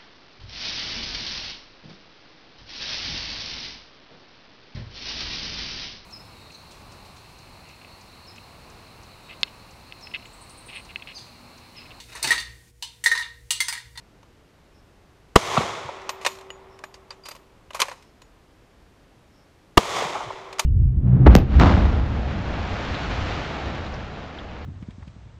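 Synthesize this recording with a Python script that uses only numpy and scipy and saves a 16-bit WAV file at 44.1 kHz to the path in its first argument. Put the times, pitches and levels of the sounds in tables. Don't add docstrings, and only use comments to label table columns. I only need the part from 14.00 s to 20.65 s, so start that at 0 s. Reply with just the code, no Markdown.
import sys
import numpy as np
from scipy import signal
from scipy.fft import rfft, irfft
from scipy.io import wavfile
from scipy.ndimage import uniform_filter1d

SR = 44100
rng = np.random.default_rng(int(sys.argv[2]) if len(sys.argv) > 2 else 0)


def digitize_waveform(pressure):
    field = np.atleast_2d(pressure).T
    bounded = np.clip(field, -1, 1)
    quanta = np.round(bounded * 32767).astype(np.int16)
    wavfile.write(sys.argv[1], SR, quanta)


N = 293265
TIME = np.arange(N) / SR


def from_db(db):
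    return 10 ** (np.asarray(db) / 20)


def rms_one(x):
    return x / np.sqrt(np.mean(x ** 2) + 1e-20)


def band(x, low_hz, high_hz, order=2):
    sos = signal.butter(order, [low_hz, min(high_hz, SR / 2 - 100)], "band", fs=SR, output="sos")
    return signal.sosfilt(sos, x + 1e-18)


def coloured(x, spectrum):
    hz, db = np.array(spectrum).T
    bins_hz = np.maximum(np.fft.rfftfreq(len(x), 1 / SR), 1)
    gain = from_db(np.interp(np.log(bins_hz), np.log(hz), db))
    return rms_one(irfft(rfft(x) * gain, len(x)))


def noise(spectrum, size=N):
    return coloured(rng.standard_normal(size), spectrum)


def grains(spread_db):
    return rms_one(rng.standard_normal(N) * from_db(spread_db * np.clip(rng.standard_normal(N), -2, 2)))


def burst(age, rise_s, decay_s):
    return np.clip(age / rise_s, 0, 1) * np.exp(-np.clip((age - rise_s) / decay_s, 0, 20))


def swell(age, full_s, fade_s, rise_db_per_s, fall_db_per_s):
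    drop_db = rise_db_per_s * np.maximum(full_s - age, 0) + fall_db_per_s * np.maximum(age - fade_s, 0)
    return (age >= 0) * from_db(-drop_db)


def ring(age, hz, level_db, t60):
    return from_db(level_db - 60 * np.minimum(age / t60, 2)) * np.sin(2 * np.pi * hz * age)


def add(out, start_s, sound):
    i = round(start_s * SR)
    out[i:i + len(sound)] += sound[:N - i]


# frequency in Hz, relative spectral density in dB.
AIR_SPECTRUM = [(12, -12.5), (20, -7), (49, 1), (248, -9.5), (285, -7.5), (399, -10), (499, -12),
                (2080, -22), (3950, -27.5), (5380, -30.5), (7520, -35), (14300, -43), (16000, -58.5)]

def air(level_db=-55):
    return from_db(level_db) * noise(AIR_SPECTRUM)


# start in seconds, length in seconds, level in dB.
BIRD_CALLS = [(0.73, .09, -69), (2.687, .096, -67), (3.946, 0.19, -71), (5.304, 0.16, -68)]

def bird(hz=5350, half_width_hz=220):
    out = np.zeros(N)
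    for start, length, level_db in BIRD_CALLS:
        size = int(length * SR)
        buzz = rms_one(band(rng.standard_normal(SR), hz - half_width_hz, hz + half_width_hz))[:size]
        add(out, start, from_db(level_db) * np.hanning(size) ** .5 * buzz)
    return out


def steel_hum(hz=384, level_db=-45.5, waver=0.067):
    envelope = sum(swell(TIME - start, full_s=0.65, fade_s=1.04, rise_db_per_s=26.5, fall_db_per_s=16.5)
                   for start, _ in SHOTS)
    unrest = rms_one(band(rng.standard_normal(N), hz - 8, hz + 8))
    return from_db(level_db) * envelope * (np.sin(2 * np.pi * hz * TIME) + waver * unrest)


# frequency in Hz, relative density in dB.
WASH_SPECTRUM = [(50, -30.5), (95, -4), (260, -12.5), (380, -0.5), (700, 0), (1100, 3), (1600, -9),
                 (2150, -4.5), (2800, -10.5), (3450, -7.5), (4300, -15), (6700, -15.5), (9000, -27),
                 (15000, -44.5)]
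# time of the peak in seconds
# after the shot, level in dB relative to the shot, rise and fall in dB per second.
SCATTERERS = [(.005, -33.5, 301, 219.5), (0.2, -28, 77, 37), (.04, -38.5, 102.5, 9.5)]

def wash(air_db_per_s=26, neutral_s=0.26, bass_loss_db_per_s=9, bass_hz=260):
    age, level = np.zeros((2, N))
    for start, shot_db in SHOTS:
        after = TIME >= start
        age[after] = TIME[after] - start
        level[after] = from_db(shot_db)
    level *= np.sqrt(sum((from_db(peak_db) * swell(age, peak_s, peak_s, rise, fall)) ** 2
                         for peak_s, peak_db, rise, fall in SCATTERERS))
    clumps = from_db(rms_one(uniform_filter1d(rng.standard_normal(N), size=70)))
    scatter = [coloured(grains(spread_db=7) * clumps, WASH_SPECTRUM) for _ in range(2)]
    out = np.zeros(N)
    edges_hz = 45 * 2 ** (np.arange(18) / 2)
    for k, (low, high) in enumerate(zip(edges_hz, edges_hz[1:])):
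        hz = np.sqrt(low * high)
        treble_loss = air_db_per_s * (hz / 8000) ** 0.97
        bass_loss = bass_loss_db_per_s / (1 + (hz / bass_hz) ** 4)
        out += band(scatter[k % 2], low, high) * from_db(-(treble_loss + bass_loss) * (age - neutral_s))
    return out * level


# delay in seconds, level in dB relative to
# the shot, centre frequency in Hz, decay time in seconds.
ECHOES = [(.245, -18.5, 560, 0.0048), (.272, -28, 151, 0.0079), (.483, -33, 98, .016),
          (.528, -23, 760, 0.005)]
# start in seconds,
# level in dB, centre frequency in Hz, decay time in seconds.
SLAPS = [(1.567, -10, 967, 0.0032), (1.5731, -3.5, 910, 0.0027), (1.574, -21, 2860, 0.015),
         (1.575, -11.5, 193, 0.0084), (6.149, -20, 996, 0.02), (6.204, -23, 950, 0.013)]

def echoes_and_slaps(band_ratio=1.462, rise_s=0.002):
    out, age = np.zeros(N), TIME[:SR // 3]
    reflections = [(start + delay, shot_db + echo_db, hz, decay)
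                   for start, shot_db in SHOTS for delay, echo_db, hz, decay in ECHOES]
    for start, level_db, hz, decay in reflections + SLAPS:
        narrow = band(rng.standard_normal(len(age)), hz / band_ratio, hz * band_ratio, order=4)
        carrier = np.cos(np.angle(signal.hilbert(narrow)))
        packet = np.roll(carrier, len(age) // 2) * burst(age, rise_s, decay)
        add(out, start, from_db(level_db) * band(packet, hz / 3, hz * 1.46, order=5))
    return out


PART_MODES = {"handle": [(13460, 0, .21)], "extractor": [(12720, 0, .32)], "case": [(6860, 0, .19)],
              "latch": [(1990, -6.5, .025), (2900, 0, .025)], "magazine": [(1650, 0, .014),
              (1150, -5, .02)], "cartridge": [(4720, 0, .028)], "chamber": [(4790, 0, .22)],
              "spring": [(12330, -10, .35), (12700, 0, .05)], "lugs": [(1080, -2, .035), (2500, 0, .03)]}
# start in seconds, name of the part, level in dB.
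PINGS = [(2.093, "handle", -47), (2.093, "lugs", -24), (2.263, "extractor", -47), (2.302, "case", -46),
         (2.504, "latch", -27.5), (2.504, "case", -46.5), (2.839, "magazine", -24), (2.84, "case", -57),
         (2.838, "extractor", -63), (2.942, "cartridge", -40), (3.107, "cartridge", -26.5),
         (3.237, "chamber", -45), (3.263, "chamber", -39.5), (3.287, "spring", -43),
         (3.312, "cartridge", -33.5), (3.706, "latch", -35.5), (3.747, "spring", -49), (3.802, "lugs", -27),
         (3.82, "lugs", -16), (4.219, "case", -59.5), (6.594, "handle", -50)]

def pings(shake=0.14):
    out = np.zeros(N)
    for start, part, level_db in PINGS:
        unrest = 1 + shake * rms_one(uniform_filter1d(rng.standard_normal(SR), size=120))
        ringing = sum(ring(TIME[:SR], *mode) for mode in PART_MODES[part])
        add(out, start, from_db(level_db) * unrest * ringing)
    return out


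# start in seconds, end in seconds, force level in dB.
SLIDES = [(2.2, 2.41, -46), (3.22, 3.37, -48.5), (3.72, 3.905, -42.5), (3.907, 3.95, -47)]

def bolt_friction():
    stroke = sum(from_db(level_db) * np.sin(np.pi * np.clip((TIME - start) / (end - start), 0, 1))
                 for start, end, level_db in SLIDES)
    return stroke * rms_one(band(grains(spread_db=15), 410, 7500))


def bolt_rattle(ticks_per_s=30, above_slide_db=11.5, knock_db=-14.5, edge_db=-25.5, decay_s=0.0043):
    ticks = []
    for start, end, slide_db in SLIDES:
        for k, jitter in enumerate(rng.uniform(-1.04, 1, size=16)):
            tick_s = start + (k + .5 + .5 * jitter) / ticks_per_s
            if tick_s < end:
                ticks.append((tick_s, slide_db + above_slide_db, knock_db, edge_db, decay_s))
    return ticks


# start in seconds, peak level in dB, stock knock and steel
# edge offsets in dB (all before the band gains below), decay time in seconds.
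CONTACTS = [(0.228, -43.5, -9.5, -26, 0.0035), (2.016, -39, -12, -29, .003), (2.091, -13, -15, -28, 0.0058),
            (2.211, -33.5, -12, -27.5, 0.02), (2.248, -12.5, -14.5, -28, 0.0073),
            (2.262, -4.5, -16, -25.5, 0.0064), (2.502, -39.5, -2.5, -19, .0033),
            (2.789, -32.5, -17, -27, 0.0018), (2.837, -27.5, -9, -27, 0.0051), (2.94, -33, -21, -30, 0.01),
            (3.104, -33, -12.5, -43, 0.016), (3.255, -26.5, -21, -26, 0.011),
            (3.285, -28.5, -10, -12, .0046), (3.313, -25.5, -17, -22.5, 0.0053),
            (3.353, -41, -13, -11, 0.0029), (3.706, -33.5, -8.5, -25, .0037), (3.745, -25, -9, -17, 0.014),
            (3.793, -24.5, -5, -23, 0.0049), (3.8, -8, -18.5, -20.5, 0.0087),
            (3.816, -3.5, -14, -24.5, 0.0053), (3.882, -29, -4, -19, 0.0057),
            (3.913, -31.5, -7, -34, 0.0093), (4.023, -38, -34, -25, 0.005),
            (4.217, -34.5, -19, -24.5, 0.0043), (6.527, -24, -14, -33, 0.0044),
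            (6.584, -22, -12, -34, 0.0034), (6.593, -4.5, -17, -20, 0.0049)]

def bolt_impacts(knock_gain_db=19, clack_gain_db=1, edge_gain_db=17, rise_s=0.0023, linger_db=-28):
    knock_power, clack_power, edge_power = np.zeros((3, N))
    age = TIME[:SR // 3]
    for start, peak_db, knock_db, edge_db, decay in CONTACTS + bolt_rattle():
        envelope = burst(age, rise_s, decay) + from_db(linger_db) * burst(age, 0.0067, 0.071)
        power = (from_db(peak_db) * envelope) ** 2
        add(knock_power, start, power * from_db(knock_db + knock_gain_db) ** 2)
        add(clack_power, start, power * from_db(clack_gain_db) ** 2)
        add(edge_power, start, power * from_db(edge_db + edge_gain_db) ** 2)
    knock = band(rng.choice([-1, 1], N) * np.sqrt(knock_power), 450, 1840)
    clack = band(grains(spread_db=4) * np.sqrt(clack_power), 1950, 7240, order=3)
    edge = band(grains(spread_db=4) * np.sqrt(edge_power), 4200, 12340, order=3)
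    return knock + clack + edge


# frequency in Hz, bandwidth in Hz, gain in dB.
RIFLE_MODES = [(565, 103, -2.5), (919, 19, -7.5), (1032, 245, 1), (1956, 570, -9), (2473, 325, -6),
               (2900, 120, -11), (3600, 100, -8.5), (4060, 200, -11), (4800, 54, -11), (5320, 660, -25.5),
               (6330, 340, -16), (7070, 30, -5.5), (8220, 140, -8.5), (11100, 150, -16)]

def rifle_body(force, direct_db=-13):
    out = from_db(direct_db) * force
    for hz, width_hz, gain_db in RIFLE_MODES:
        radius = np.exp(-np.pi * width_hz / SR)
        feedforward = np.array([1, 0, -1]) * (1 - radius ** 2) / 2
        feedback = [1, -2 * radius * np.cos(2 * np.pi * hz / SR), radius ** 2]
        out += from_db(gain_db) * signal.lfilter(feedforward, feedback, force)
    return out


# frequency in Hz, relative level in dB.
GAS_SPECTRUM = [(100, -9.5), (400, 2.5), (1100, 5), (1700, -13.5), (3000, -5), (7000, -18), (12000, -25.5),
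                (16000, -48.5)]
SNAP_SPECTRUM = [(200, -6.5), (1100, 4.5), (3400, -10), (4800, -25.5), (6700, -9), (9000, -16),
                 (12000, -24.5), (16000, -26.5)]
# frequency in Hz, level in dB, seconds to fall 60 dB.
BENCH_MODES = [(76.6, -28, 0.046), (213, -7, 0.061), (447, -4.5, 0.044), (503, -6.5, 0.032),
               (790, 8, 0.011), (1111, -3, .02), (2890, 1, 0.0042)]
# delay in seconds, gain in dB.
NEAR_PATHS = [(0, 0), (.00204, -10.5), (.00278, -0.5), (.006, -9.5), (0.0103, -24.5)]
# start in seconds, gain in dB.
SHOTS = [(1.3597, 2.5), (5.775, 2.6)]

def muzzle_blasts(push_db=6.5, push_s=0.0013, gas_db=-2, spray_db=-24, snap_db=-14, snap_lead_s=0.0036):
    out, age = np.zeros(N), TIME[:SR // 5]
    for start, shot_db in SHOTS:
        gas = from_db(gas_db) * noise(GAS_SPECTRUM, len(age)) * burst(age, 0.0034, 0.0018)
        spray = from_db(spray_db) * noise(GAS_SPECTRUM, len(age)) * burst(age, 0.0036, 0.014)
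        blast = gas + spray
        for delay, path_db in NEAR_PATHS:
            path_age = np.maximum(age - delay, 0)
            front = from_db(push_db) * (1 - path_age / push_s) * burst(path_age, .0001, push_s)
            bench = sum(ring(path_age, *mode) for mode in BENCH_MODES)
            blast -= from_db(path_db) * (front + bench)
        add(out, start, from_db(shot_db) * blast)
        snap = from_db(snap_db) * noise(SNAP_SPECTRUM, len(age)) * burst(age, 0.0016, 0.0048)
        add(out, start - snap_lead_s, snap)
    return out


def scene():
    background = air() + bird()
    gunfire = muzzle_blasts() + wash() + echoes_and_slaps() + steel_hum()
    action = rifle_body(bolt_impacts() + bolt_friction()) + pings()
    return (background + gunfire + action)[None]


def record(dry, cutoff_hz=15600):
    low_pass = signal.ellip(10, .1, 80, cutoff_hz, fs=SR, output="sos")
    return signal.sosfilt(low_pass, np.clip(dry, -1, 1))


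dry = scene()
out = record(dry)
digitize_waveform(out)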